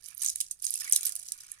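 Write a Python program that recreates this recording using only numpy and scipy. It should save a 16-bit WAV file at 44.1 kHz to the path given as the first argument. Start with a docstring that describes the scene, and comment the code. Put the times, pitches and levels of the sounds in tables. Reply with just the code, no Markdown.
"""A small room, two microphones close to a foil-lined dish of water, the right one brighter.
A wet metal chain with beads is rubbed and pulled through the fingers above the dish. Links click
together and set the beads ringing, and lighter contacts rattle finely with each stroke. The wet
rubbing squelches with crackle and small bubbles. Behind it are a faint wavering tone, the short
answer of the room and a low hum."""
import sys
import numpy as np
from scipy import signal
from scipy.fft import rfft, irfft
from scipy.io import wavfile
from scipy.ndimage import uniform_filter1d

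SR = 44100
rng = np.random.default_rng(int(sys.argv[2]) if len(sys.argv) > 2 else 0)


def output_pcm(signal):
    """Save a mono or channel-first signal as 16-bit PCM at the path in sys.argv[1].

    Samples are clipped to [-1, 1] before scaling.
    """
    pcm = np.clip(np.atleast_2d(signal).T, -1, 1) * 32767
    wavfile.write(sys.argv[1], SR, np.round(pcm).astype(np.int16))


N = 70560

# Links meeting. Each row: start in seconds, energy in dB, ring in Hz, left minus right in dB,
# contact time in milliseconds.
LINK_CLICKS = [(0.0857,-13.5,10400,-27,0.6),(0.1485,-15,10840,-22,0.13),(0.1792,-10,12900,-31,0.15),
               (0.2179,-3,8500,-44,2.2),(0.2332,-3.5,7900,9,0.37),(0.2461,-1.5,9600,-9.5,1),(0.2615,3,7360,-10,0.34),(0.2778,-9.5,6680,-14,0.24),(0.285,1,6870,-2.5,0.12),(0.2997,-3,7700,-4,0.54),
               (0.358,-2,10200,-8,0.51),(0.4038,0.5,8330,-12.5,0.71),(0.4086,-1.5,9900,-9,0.82),(0.4111,0,9400,-3.5,.7),
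               (.4645,-21,6250,-6,0.49),(0.511,-3,8950,-9.5,0.33),
               (0.6235,-6.5,9900,-23,0.45),(0.646,-5.5,7700,-19,0.26),(0.6516,0.5,9300,-15,0.36),(0.6665,-1,7400,-5,0.32),(0.706,0,11850,-12.5,0.36),
               (0.739,-1,9900,-5.5,0.64),(0.7562,-3,10300,-23,0.22),(0.8063,-8,9500,-7,1.2),(0.8971,-3.5,9700,-9.5,0.17),
               (0.9232,11.5,9000,-3.5,0.45),(0.932,5.5,6730,9,0.13),(0.961,9,10400,-6.5,0.76),
               (1.0082,-7,8940,7,0.44),(1.0309,-4,9900,-10,0.81),(1.0524,-2,10860,-3,0.6),(1.057,2.5,12100,-23,0.18),(1.0642,2,10000,-3,5.9),(1.093,-4.5,9340,-8,0.54),
               (1.122,-8,9900,-11,0.48),(1.1537,-5.5,11800,-17,0.58),(1.162,-5,9600,-4,0.63),
               (1.1964,-13,8800,-12,0.73),(1.2276,-16,9200,-15,0.61),(1.2854,-12.5,6500,1,0.38),
               (1.3201,-2.5,7940,-6.5,0.62),(1.406,-17.5,5450,-2,1.1),(1.517,-8,9900,-12,0.38)]
# Tone of the links at the microphones. 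Each row: frequency in Hz, left and right in relative dB.
LINK_SPECTRUM = [(870,-44,-38.5),(1500,-26.5,-27),(2650,-19.5,-16),(4410,-9,-6.5),(5970,-9.5,-4),(6270,-4,-3.5),(7870,-6.5,-8),(8790,-3,-3),(9690,-15,1.5),(13660,-17.5,-6.5),(15800,-19,-16)]
# Longer rings of the beads. Each row: frequency in Hz, gain in dB.
BEAD_RINGS = [(3400,-12),(6250,1.5),(8500,-10.5)]
# Strokes of the fine rattle. Each row: time in seconds, level in dB.
RATTLE_LEVEL = [(0,-63),(.06,-45),(.15,-60),(.225,-35),(.29,-37),(.345,-50.5),(.40,-48.5),(.505,-57.5),(.523,-34),(.55,-78),(.595,-58.5),(.64,-37.5),(.72,-42),(.82,-38.5),(.89,-45.5),(.945,-30),(1.01,-47.5),(1.07,-36),(1.11,-47.5),(1.245,-50.5),(1.29,-46),(1.35,-54),(1.46,-52),(1.6,-63)]
# Where the rattle sits between the microphones. Each row: time in seconds, left minus right in dB.
RATTLE_BALANCE = [(.2,-21.5),(.24,-5.5)]
# Strokes of the wet rubbing. Each row: time in seconds, level in dB.
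RUB_LEVEL = [(.02,-75.5),(.12,-63.5),(.18,-78),(.24,-56.5),(.31,-74.5),(.61,-85.5),(.79,-73),(.815,-53),(1.01,-65.5),(1.07,-58),(1.2,-75.5),(1.44,-65.5),(1.56,-68.5)]
# Tone of the wet crackle. Each row: frequency in Hz, relative level in dB.
RUB_SPECTRUM = [(300,-15),(850,-18),(1150,2.5),(1850,-5),(2250,1.5),(5000,-5.5),(9000,-33.5)]
# Small bubbles and wet squeaks. Each row: start in seconds, pitch in Hz, level in dB, decay in seconds.
BUBBLE_PINGS = [(.754,2640,-43.5,0.0018),(.808,5300,-32.5,0.0019),(.865,2193,-45,0.0048),(.877,2076,-35.5,0.002)]
# Room tone. Each row: frequency in Hz, relative level in dB.
HUM_SPECTRUM = [(68,1),(95,-10),(130,-0.5),(180,-15),(400,-21.5),(16000,-29.5)]

WET_PAN_DB = -6  # left minus right: rubbing, bubbles and the faint tone sit to the right
LEFT_LAG_S = 0.0011996


def link_clicks(ring_width_hz=4500, crack_db=-12.5, scrape_ms=0.38, count=2048):
    """Two links meet in a brief crack, with a quickly damped ring that passes into the beads."""
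    out, t = np.zeros((2, N)), np.arange(count) / SR
    for start, db, hz, pan_db, contact_ms in LINK_CLICKS:
        age = t / (contact_ms / 1000)
        burst = stereo_noise(count) * np.sqrt(age) * np.exp(-age)
        scrape = min(contact_ms / scrape_ms, 2)  # longer contacts scrape and sound broader
        link = signal.iirpeak(hz, hz / (ring_width_hz * np.sqrt(scrape)), SR)
        ring = signal.lfilter(*link, signal.lfilter(*link, burst))
        knock = ring + undb(crack_db) * scrape ** 2 * burst
        click = link_colour(knock + bead_ring(knock)) / np.sqrt(2 * count)
        add(out, start, click * sides(pan_db) * undb(db))
    return out


def bead_ring(knock, t60_s=0.056, detune=0.025):
    """The beads ring on after a knock, each a little differently tuned."""
    out = 0
    for hz, db in BEAD_RINGS:
        hz = hz * (1 + detune * rng.standard_normal())
        q = np.pi * hz * t60_s / np.log(1000)
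        out = out + undb(db) * signal.lfilter(*signal.iirpeak(hz, q, SR), knock)
    return out


def link_colour(pair):
    """The bright ring of small metal links as each microphone hears it, at rms 1."""
    hz, left_db, right_db = np.array(LINK_SPECTRUM).T
    return np.array([unit(colour(pair[0], hz, left_db)), unit(colour(pair[1], hz, right_db))])


def link_rattle(max_ticks_per_s=820, low_hz=5290, high_hz=12350, pitches=6, q=8.4, crack_db=-5.5):
    """Many light link contacts at several pitches swell, crowd and brighten with each stroke."""
    effort = curve(RATTLE_LEVEL)
    firmness = effort / (effort + undb(-43))  # strokes lighter than this level lose their top
    rate = max_ticks_per_s * np.sqrt(firmness) / pitches
    ticks = 0
    for hz in np.geomspace(low_hz, high_hz, pitches):
        contacts = grains(rate, spread_db=6.5, decay_s=0.00047)
        ring = signal.lfilter(*signal.iirpeak(hz, q, SR), contacts)
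        ticks = ticks + ring + undb(crack_db) * contacts
    hard = link_colour(ticks)
    soft = signal.sosfiltfilt(signal.butter(4, 11960, fs=SR, output="sos"), hard)
    left_over_right = curve(RATTLE_BALANCE)
    pan = np.array([left_over_right, np.ones(N)]) * np.sqrt(2 / (1 + left_over_right ** 2))
    return (soft + firmness * (hard - soft)) * effort * pan


def wet_rub(blip_count=240, low_hz=1296, high_hz=2730, blip_s=0.0015, blip_db=-2):
    """The wet chain slides under the fingers with a duller crackle and tiny water blips."""
    friction = grains(rate=1000, spread_db=5, decay_s=0.00087)
    crackle = np.array([colour(channel, *np.array(RUB_SPECTRUM).T) for channel in friction])
    blip_rows = [(when * N / SR, low_hz * (high_hz / low_hz) ** pitch, -10 * weakness, blip_s)
                 for when, pitch, weakness in rng.random((blip_count, 3))]
    blips = undb(blip_db) * unit(bubbles(blip_rows))
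    return (unit(crackle) * sides(WET_PAN_DB) + blips) * curve(RUB_LEVEL)


def bubbles(rows, rise_per_s=1):
    """Each small bubble is a softly starting damped tone that glides slightly upward."""
    out, t = np.zeros(N), np.arange(N // 8) / SR
    for start, hz, db, decay_s in rows:
        envelope = t / decay_s * np.exp(1 - t / decay_s)
        tone = np.sin(2 * np.pi * hz * t * (1 + rise_per_s * t / 2))
        add(out, start, undb(db) * envelope * tone)
    return out * sides(WET_PAN_DB)


def faint_tone(hz=645, waver=0.056, level_db=-77, start_s=0.94, length_s=0.41):
    """A faint, rough tone well below the links wavers in pitch as it swells and fades."""
    progress = np.clip((np.arange(N) / SR - start_s) / length_s, 0, 1)
    swell = np.maximum(np.sin(np.pi * progress), 0) ** (1 / 4)
    wander = unit(uniform_filter1d(rng.standard_normal(N), size=SR // 20))
    roughness = unit(uniform_filter1d(rng.standard_normal(N), size=SR // 100))
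    tone = np.sin(2 * np.pi * np.cumsum(hz * (1 + waver * wander)) / SR)
    return undb(level_db) * swell * unit(tone * (1 + roughness / 2)) * sides(WET_PAN_DB)


def reflections(direct, t60_s, level_db, start_s, top_hz=12600):
    """Sound returns from nearby surfaces as a dense dying tail, different at each microphone."""
    t = np.arange(SR // 2) / SR
    tail = rng.standard_normal((2, len(t))) * np.exp(-np.log(1000) * t / t60_s) * (t > start_s)
    tail = signal.lfilter(*signal.butter(2, top_hz, fs=SR), unit(tail))
    return undb(level_db) * signal.fftconvolve(direct, tail / np.sqrt(len(t)), axes=1)[:, :N]


def room_hum(level_db=-74.5, side_db=-5):
    """The room hums low and steady, with a trace of hiss."""
    hz, db = np.array(HUM_SPECTRUM).T
    mid, side = (unit(colour(noise, hz, db, size=8192)) for noise in rng.standard_normal((2, N)))
    return undb(level_db) * (mid + undb(side_db) * side * np.array([[1], [-1]]))


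def grains(rate, spread_db, decay_s):
    """Tiny noise bursts of uneven strength, `rate` a second, held to a steady average level."""
    struck = rng.random(N) < rate / SR
    strength = undb(spread_db * np.minimum(rng.exponential(size=N), 3.3))
    pole = np.exp(-2 / (decay_s * SR))
    power = signal.lfilter([1], np.poly([pole, pole]), struck * strength ** 2)  # each swells and fades
    mean_power = uniform_filter1d(power, size=2200)
    return np.sqrt(np.abs(power) / (np.abs(mean_power) + 1e-9)) * stereo_noise(N)


def stereo_noise(count, shared=0.68):
    """Noise at the two microphones, with part of its power common to both."""
    noise = rng.standard_normal((3, count))
    return np.sqrt(shared) * noise[0] + np.sqrt(1 - shared) * noise[1:]


def colour(x, hz, db, size=2048):
    """Minimum-phase filter through points in Hz and dB."""
    bins_hz = np.maximum(np.fft.rfftfreq(size, 1 / SR), 1)
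    gain = undb(np.interp(np.log(bins_hz), np.log(hz), db))
    cepstrum = irfft(np.log(gain))
    cepstrum[1:size // 2] *= 2
    cepstrum[size // 2 + 1:] = 0
    return signal.fftconvolve(x, irfft(np.exp(rfft(cepstrum))))[:len(x)]


def undb(db):
    """Decibels to gain."""
    return 10 ** (np.asarray(db) / 20)


def unit(x):
    """Scale to rms 1."""
    return x / np.sqrt(np.mean(x ** 2))


def curve(rows):
    """Gain over time from points in seconds and dB."""
    return undb(np.interp(np.arange(N) / SR, *np.array(rows).T))


def sides(pan_db):
    """Left and right gains of constant power."""
    return unit(undb(np.array([[pan_db], [-pan_db]]) / 2))


def add(out, start, x):
    """Mix a sound in at a time in seconds."""
    i = max(int(start * SR), 0)
    out[..., i:i + x.shape[-1]] += x[..., :max(N - i, 0)]


def scene():
    """The chain, close up, reaches the left microphone slightly late; dish, hands and room answer."""
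    left, right = link_clicks() + link_rattle() + bubbles(BUBBLE_PINGS) + faint_tone() + wet_rub()
    left = np.pad(left, (int(LEFT_LAG_S * SR), 0))[:N]
    direct = np.array([left, right])
    dish_and_hands = reflections(direct, t60_s=0.01, level_db=-4.5, start_s=0.001)
    room = reflections(direct, t60_s=0.14, level_db=-10, start_s=0.0038)
    return direct + dish_and_hands + room + room_hum()


def record(dry):
    """The recorder rounds the sharpest peaks and cuts the top."""
    ceiling, top_hz = 0.85, 16700
    rounded = ceiling * np.tanh(dry / ceiling)
    return signal.sosfilt(signal.ellip(8, .2, 70, top_hz, fs=SR, output="sos"), rounded)


dry = scene()
out = record(dry)
output_pcm(out)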